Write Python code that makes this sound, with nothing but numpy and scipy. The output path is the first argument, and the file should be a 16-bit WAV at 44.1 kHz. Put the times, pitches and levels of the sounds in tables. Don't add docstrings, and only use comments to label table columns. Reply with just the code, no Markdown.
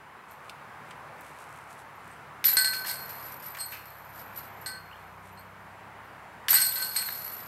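import sys
import numpy as np
from scipy import signal
from scipy.fft import rfft, irfft, next_fast_len
from scipy.io import wavfile
from scipy.ndimage import uniform_filter1d, map_coordinates

SR = 44100
rng = np.random.default_rng(int(sys.argv[2]) if len(sys.argv) > 2 else 0)


def store_pcm(level_fs):
    pcm = np.round(np.clip(level_fs, -1, 1) * 32767).astype(np.int16)
    wavfile.write(sys.argv[1], SR, np.atleast_2d(pcm).T)


N = 329802
T = np.arange(N) / SR
BRIEF = T[:SR * 3 // 5]
TOP_HZ = 15800


def amp(db):
    return 10 ** (np.asarray(db) / 20)


def unit(x):
    return x / np.sqrt(np.mean(x ** 2) + 1e-20)


def along(points, hz):
    f, v = np.transpose(points)
    return np.interp(np.log(hz + 1), np.log(f + 1), v)


def curve(rows, axis=1):
    rows = np.asarray(rows)
    return np.interp(T, rows[:, 0], rows[:, axis])


def fade(t, t60):
    return np.exp(-np.log(1000) * t / t60)


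def swell(s, sigma_s):
    return np.exp(-np.minimum(((T - s) / sigma_s) ** 2, 100) / 2)


def wobble(rate_hz):
    knots = rng.standard_normal(int(N * rate_hz / SR) + 4)
    return map_coordinates(knots, [T * rate_hz])


def add(track, s, sound):
    part = track[round(s * SR):][:len(sound)]
    part += sound[:len(part)]


def colour(x, spectrum, size=4096):
    gain = unit(amp(along(spectrum, np.fft.rfftfreq(size, 1 / SR))))
    cepstrum = irfft(np.log(gain))
    cepstrum[1:size // 2] *= 2
    cepstrum[size // 2 + 1:] = 0
    response = irfft(np.exp(rfft(cepstrum)))
    return signal.fftconvolve(x, response)[:len(x)]


def contacts(rate_hz, spread_db, size=900):
    force = amp(spread_db * rng.standard_normal(N)) * rng.choice([-1, 1], N)
    hits = (rng.random(N) < rate_hz / SR) * force
    power = np.abs(uniform_filter1d(hits ** 2, size))
    return hits / np.sqrt(power + 1.03 * rate_hz / SR)


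def shaken(touches, response):
    return signal.fftconvolve(touches, response / np.linalg.norm(response))[:N]


def chime(modes, scatter_db, detune=0, bright_db=0, waver_hz=0, centre_hz=4300):
    hz, db, t60 = np.transpose(modes)
    strength, tuning, phase = rng.standard_normal((3, len(hz)))
    gain = amp(db + scatter_db * strength + bright_db * np.log2(hz / centre_hz))
    knots = rng.standard_normal(size=(len(hz), 48))
    knot_s = np.linspace(0, BRIEF[-1], 48)
    drift = np.array([np.interp(BRIEF, knot_s, row) for row in knots])
    pitch_hz = hz[:, None] * (1 + detune * tuning[:, None])
    pitch_hz = pitch_hz + waver_hz * np.sqrt(hz / centre_hz)[:, None] * drift
    cycles = np.cumsum(pitch_hz, axis=1) / SR + phase[:, None]
    waves = np.sin(2 * np.pi * cycles) * fade(BRIEF, t60[:, None])
    return gain @ waves * np.sqrt(2) / np.linalg.norm(gain)


def raps(rows, spectrum):
    out, t = np.zeros(N), T[:SR // 2]
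    for s, db, t60, pitch in rows:
        burst = rng.standard_normal(len(t)) * fade(t, t60)
        add(out, s, amp(db) * colour(burst, np.multiply(spectrum, [pitch, 1])))
    return out


# (frequency [Hz], relative density [dB per Hz])
SIDE_NOISE_SPECTRUM = [(25, 2), (60, 0), (150, 2.5), (350, -3), (700, 1), (1100, -9.5), (2500, -22),
                       (4500, -10.5), (15000, -9)]
SIDE_NOISE_DB = -74


def side_noise():
    return amp(SIDE_NOISE_DB) * colour(rng.standard_normal(N), SIDE_NOISE_SPECTRUM)


# (frequency [Hz], relative density [dB per Hz])
TRAFFIC_SPECTRUM = [(25, -26.5), (45, -31.5), (65, -12.5), (100, -7.5), (150, -3), (210, -7), (300, -9.5),
                    (500, -6), (950, 1), (1500, -3), (2200, -8.5), (3500, -22), (6000, -30), (12000, -31),
                    (15800, -36)]
TRAFFIC_DB, TRAFFIC_DRIFT_DB = -48, 1.77


def traffic(patchy_db):
    z = signal.stft(rng.standard_normal(N), nperseg=1024)[2]
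    field = uniform_filter1d(rng.standard_normal(z.shape), size=7, axis=0)
    field = uniform_filter1d(field, size=12, axis=1)
    rush = signal.istft(z * amp(patchy_db * unit(field)), nperseg=1024)[1][:N]
    level_db = TRAFFIC_DB + TRAFFIC_DRIFT_DB * wobble(1.852)
    return amp(level_db) * unit(colour(rush, TRAFFIC_SPECTRUM))


# (time [s], speed [turns per s], level before body gain [dB])
ENGINE_RUN = [(0, 37, -67), (1.2, 36.6, -65), (3.1, 35, -64), (4.7, 34, -60), (4.85, 31, -62),
              (5.3, 31.9, -61), (6.2, 34, -63.5), (7.48, 31.4, -67)]
# (frequency [Hz], gain [dB])
ENGINE_BODY_GAIN = [(63, -5.5), (75, -6.5), (96, 1.5), (108, -2.5), (126, -17), (138, -2), (165, -2.5),
                    (174, -27.5), (192, -1.5), (220, -20)]


def engine(count=5):
    speed_hz, level_db = curve(ENGINE_RUN), curve(ENGINE_RUN, axis=2)
    turn = 2 * np.pi * np.cumsum(speed_hz * (1 + 0.0023 * wobble(5.77))) / SR
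    drone = np.zeros(N)
    for k in range(2, 2 + count):
        order_db = level_db + along(ENGINE_BODY_GAIN, k * speed_hz) + 0.83 * wobble(3.7)
        drone += np.sqrt(2) * amp(order_db) * np.sin(k * turn)
    return drone


# (frequency [Hz], t60 [s])
TREE_DECAY = [(200, 0.33), (2000, 0.59), (6000, 0.043), (14000, 0.58)]


def trees(x):
    hz, t, z = signal.stft(rng.standard_normal(SR // 2), SR, nperseg=256)
    tail = signal.istft(z * fade(t, along(TREE_DECAY, hz)[:, None]), SR, nperseg=256)[1]
    return shaken(x, tail)


# (time [s], length [s], start pitch [Hz], end pitch [Hz], level [dB])
CHIP_STROKES = [(4.91, .009, 2330, 3100, -50), (4.922, 0.02, 3280, 2640, -50),
                (4.955, .006, 2650, 3700, -51)]


def bird():
    out = np.zeros(N)
    for s, length_s, from_hz, to_hz, db in CHIP_STROKES:
        hz = np.linspace(from_hz, to_hz, round(length_s * SR))
        tone = np.sqrt(2) * np.sin(2 * np.pi * np.cumsum(hz) / SR)
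        add(out, s, amp(db) * np.hanning(len(hz)) * tone)
    return out


# (time of peak [s], relative level [dB], Gaussian sigma [s])
GRASS_BRUSHES = [(.315, -64, 0.022), (.47, -70, 0.043), (0.89, -70, 0.035), (1.266, -63, 0.06),
                 (1.41, -62, 0.027), (1.55, -64.5, 0.072), (1.72, -60, 0.023), (1.799, -61, 0.017),
                 (2.092, -68.5, 0.07), (5.005, -73, 0.039), (5.27, -66, 0.03)]
# (frequency [Hz], relative density [dB per Hz])
GRASS_SPECTRUM = [(500, -27.5), (2500, -1.5), (5000, -7), (8500, -2.5), (12000, -6), (16000, -24)]


def grass():
    strokes = sum(amp(db) * swell(s, sigma_s) for s, db, sigma_s in GRASS_BRUSHES)
    crackle = amp(2.0) * contacts(1500, spread_db=9.5)
    hiss = amp(-2) * rng.standard_normal(N)
    return strokes * colour(crackle + hiss, GRASS_SPECTRUM)


# (time [s], level [dB], t60 [s], pitch [ratio])
TWIG_SNAPS = [(.4957, -37, 0.032, 1), (.909, -43, 0.042, 0.87), (1.209, -46, 0.02, 4.4),
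              (2.079, -51, .008, 3.2)]
# (frequency [Hz], relative density [dB per Hz])
TWIG_SPECTRUM = [(300, -21), (1500, -3), (2900, 5.5), (4500, -1), (8000, -5.5), (12000, -12), (16000, -21)]


def snaps():
    return raps(TWIG_SNAPS, TWIG_SPECTRUM)


# (time [s], level [dB], t60 [s], pitch [ratio])
DISC_KNOCKS = [(2.442, -24.5, 0.034, 1.14), (2.53, -36, 0.078, 0.48), (2.644, -37, 0.04, 0.94),
               (2.733, -33, 0.054, .8), (2.847, -33.5, 0.081, 0.61), (3.548, -39, 0.072, 0.79),
               (3.57, -37, 0.077, 0.61), (3.72, -40.5, 0.39, 0.86), (6.4835, -13.5, 0.017, 0.96),
               (6.531, -25, 0.025, 0.44), (6.538, -24.5, 0.032, 0.58), (6.96, -36, .06, 0.76),
               (7.022, -34.5, 0.031, 0.82), (7.088, -26, 0.014, 0.77)]
# (frequency [Hz], relative density [dB per Hz])
DISC_SPECTRUM = [(40, -40.5), (500, -33), (950, -16), (1800, -1.5), (2400, -5.5), (3050, 0.5), (3900, -12),
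                 (5200, -11.5), (7000, -17.5), (15000, -21)]


def disc():
    return raps(DISC_KNOCKS, DISC_SPECTRUM)


# (time [s], level [dB], brightness [dB per octave], time until the faster fade [s])
RING_STRIKES = [(2.113, -61, 24, .02), (2.569, -18, -1, 0.058), (2.646, -23, -1.5, 0.025),
                (2.674, -29.5, -3, 0.17), (2.732, -40, -3, 0.22), (2.89, -34.5, 0, .39),
                (3.587, -39, 2, .5), (3.605, -33.5, 10.5, 0.034), (4.661, -34, -2, .12),
                (5.374, -56.5, -1, 0.046), (6.531, -23.5, 10, 0.14), (6.551, -19.5, 6.5, 0.0039),
                (6.56, -28.5, -2, 0.035), (6.615, -21.5, 6, 0.1), (6.758, -33.5, -1, 0.023),
                (6.798, -36, -6, 0.022), (6.819, -31.5, 1.5, 0.11), (6.962, -27, 3.5, .45)]
# (frequency [Hz], relative level [dB], t60 before the faster fade [s])
RING_MODES = [(1530, -1, 1), (1734, -15, 0.84), (1980, -7, 0.37), (4202, 1, 0.27), (4197, -2, 0.29),
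              (4287, -1, 1.05), (4330, 0, 0.5), (4430, -13, 0.29), (4460, -4.5, 0.41), (4770, -7.5, 0.6),
              (5028, -10.5, 0.3), (6800, -12.5, 0.17), (8220, 4, .32), (8150, -6, 0.34), (8262, -0.5, 0.41),
              (7930, -15, 0.36), (8400, -6, 0.28), (8670, -9.5, 0.26), (8840, -11.5, 0.38),
              (9200, -17.5, 0.22), (9650, -29.5, 0.2586), (13480, -28.5, 0.45)]
# (frequency [Hz], relative density [dB per Hz])
CLATTER_SPECTRUM = [(30, -28), (150, -7.5), (400, -28), (1000, -1.5), (2100, 6.5), (3000, 0.5), (4500, 3.5),
                    (5400, 5), (6300, -2.5), (7300, -2), (9000, 3.5), (11500, 1.5), (13000, 6),
                    (15500, -13.5)]
LINGER_DB, LINGER_ABOVE_HZ = -11, 3000


def ring():
    out = np.zeros(N)
    high = [mode for mode in RING_MODES if mode[0] > LINGER_ABOVE_HZ]
    for s, db, bright_db, free_s in RING_STRIKES:
        tone = chime(RING_MODES, scatter_db=0.0, detune=.0004, bright_db=bright_db, waver_hz=6)
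        tone = tone * fade(np.maximum(BRIEF - free_s, 0), 0.13)
        linger = chime(high, scatter_db=3.0, detune=.001, bright_db=bright_db, waver_hz=3)
        crack = colour(rng.standard_normal(len(BRIEF)) * fade(BRIEF, 0.064), CLATTER_SPECTRUM)
        add(out, s, amp(db) * (tone + amp(LINGER_DB) * linger + amp(-7.0) * crack))
    return out


# (time [s], level before swell and damping [dB])
LINK_CLINKS = [(.308, -50), (1.952, -59), (2.475, -20.5), (2.531, -17), (3.26, -34.5), (3.658, -33.5),
               (3.715, -33), (4.372, -33), (4.611, -41.5), (5.323, -54), (5.392, -48), (6.042, -58),
               (6.503, -10.5), (6.54, -14.5), (6.66, -20.5), (6.742, -24.5), (7.068, -27)]
# (frequency [Hz], relative level [dB], undamped t60 [s])
LINK_MODES = [(3940, -23.5, 0.29), (5380, -26.5, .06), (7100, -18.5, 0.11), (8140, -17.5, 0.25),
              (11450, -8, 0.07), (11910, 3, 0.13), (12020, -9, 0.42), (11970, -1, 0.068), (12300, -7, 0.14),
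              (12300, -13.5, .1), (12750, -9.5, 0.13), (12680, -14.5, 0.9), (13300, -27, 0.13),
              (13800, -28, 0.14)]


def clinks():
    out = np.zeros(N)
    envelope = fade(BRIEF, 0.32) * (1 - fade(BRIEF, 0.019))
    for s, db in LINK_CLINKS:
        add(out, s, amp(db) * envelope * chime(LINK_MODES, scatter_db=3.5, detune=0.0029))
    return out


SHOVE_RISE_S, SHOVE_JINGLE_T60_S, SHOVE_CLATTER_T60_S = 0.0016, 0.18, 0.27


def push(s, length_s, t60):
    rise = np.clip((T - s) / SHOVE_RISE_S, 0, 1)
    return rise * fade(np.clip(T - s - length_s, 0, 2 * t60), t60)


# (time [s], relative jingle level [dB], settling [dB per s])
PUTT_SWAYS = [(2.444, -35.5, 12.5), (6.487, -28, 15.5)]
# (time [s], relative jingle [dB], relative clatter [dB], push length [s])
DISC_SHOVES = [(2.441, -18, -36.5, 0.049), (2.57, -24.5, -37, 0.012), (2.645, -42, -46, 0.017),
               (2.733, -48.5, -45, 0.012), (2.859, -34, -42, 0.044), (3.588, -39, -53.5, 0.027),
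               (4.662, -45, -50.5, .01), (6.486, -23, -34, 0.098), (6.605, -31, -42, 0.036),
               (6.755, -43, -47.5, 0.03), (6.82, -47, -47.5, 0.022), (6.962, -32, -39, 0.01),
               (7.045, -37, -50.5, 0.015)]
# (time of closest [s], relative jingle level [dB], Gaussian sigma [s])
STRAND_SWINGS = [(3.1, -38.5, 0.014), (3.248, -43.5, .04), (3.33, -42, 0.012), (3.462, -42.5, 0.039),
                 (3.706, -44, 0.029), (3.868, -49.5, 0.034), (4.151, -43, .012), (4.193, -43, 0.021),
                 (4.379, -39, 0.022), (4.443, -46.5, 0.017), (4.618, -48.5, .01), (6.95, -35, .012),
                 (7.12, -36.5, 0.072), (7.249, -40.5, 0.048), (7.345, -44, 0.021)]
SWAY_CLATTER_DB, SWING_CLATTER_DB = -17.5, -16.5
SWAY_FLICKER_DB = 1


def shaking():
    sway, swings, jingle, clatter = np.zeros((4, N))
    for s, db, settle_db_per_s in PUTT_SWAYS:
        level_db = db - settle_db_per_s * np.maximum(T - s, 0) + SWAY_FLICKER_DB * wobble(18)
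        sway += (amp(level_db) * (T >= s)) ** 2
    for s, db, sigma_s in STRAND_SWINGS:
        swings += (amp(db) * swell(s, sigma_s)) ** 2
    for s, jingle_db, clatter_db, length_s in DISC_SHOVES:
        jingle += (amp(jingle_db) * push(s, length_s, SHOVE_JINGLE_T60_S)) ** 2
        clatter += (amp(clatter_db) * push(s, length_s, SHOVE_CLATTER_T60_S)) ** 2
    clatter += amp(SWAY_CLATTER_DB) ** 2 * sway + amp(SWING_CLATTER_DB) ** 2 * swings
    return np.sqrt(jingle + sway + swings), np.sqrt(clatter)


def tinkle(t60, count=24):
    t = T[:SR // 5]
    hz, phase = rng.random((2, count)) * [[TOP_HZ], [1]]
    waves = np.sin(2 * np.pi * (np.outer(hz, t) + phase[:, None]))
    return waves.sum(axis=0) * fade(t, t60)


def chains(count=12):
    jingle, clatter = shaking()
    vigour = np.sqrt(clatter / clatter.max())
    touches = contacts(120 + 1100 * vigour, spread_db=4.5)
    strand = rng.integers(count, size=N)
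    links, tinkles = np.zeros((2, N))
    for k in range(count):
        one = touches * (strand == k)
        links += shaken(one * jingle, chime(LINK_MODES, scatter_db=0, detune=0.0033))
        tinkles += shaken(one * clatter, tinkle(t60=0.054))
    run_on = fade(T[:SR // 10], 0.0017)
    scrape_power = signal.fftconvolve(touches ** 2, run_on / run_on.sum())[:N]
    scrape = np.sqrt(np.abs(scrape_power)) * rng.standard_normal(N)
    rattle = clatter * (amp(-1) * touches + amp(-1.5) * scrape)
    clicks = colour(rattle + amp(5.5) * tinkles, CLATTER_SPECTRUM)
    damped = chime(RING_MODES, scatter_db=2.5) * fade(BRIEF, 0.3)
    hum = shaken(touches * clatter * np.sqrt(vigour), damped)
    return amp(-1.4) * links + clicks + amp(3.5) * hum


def scene():
    near = chains() + clinks() + ring() + disc() + snaps() + grass() + bird()
    mid = near + amp(-11) * trees(near) + engine() + traffic(patchy_db=0.77)
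    side = side_noise()
    return np.array([mid + side, mid - side])


def record(dry):
    m = next_fast_len(N + SR // 2)
    edge = 1 / np.sqrt(1 + (np.fft.rfftfreq(m, 1 / SR) / TOP_HZ) ** 300)
    return irfft(rfft(dry, m) * edge, m)[:, :N]


dry = scene()
out = record(dry)
store_pcm(out)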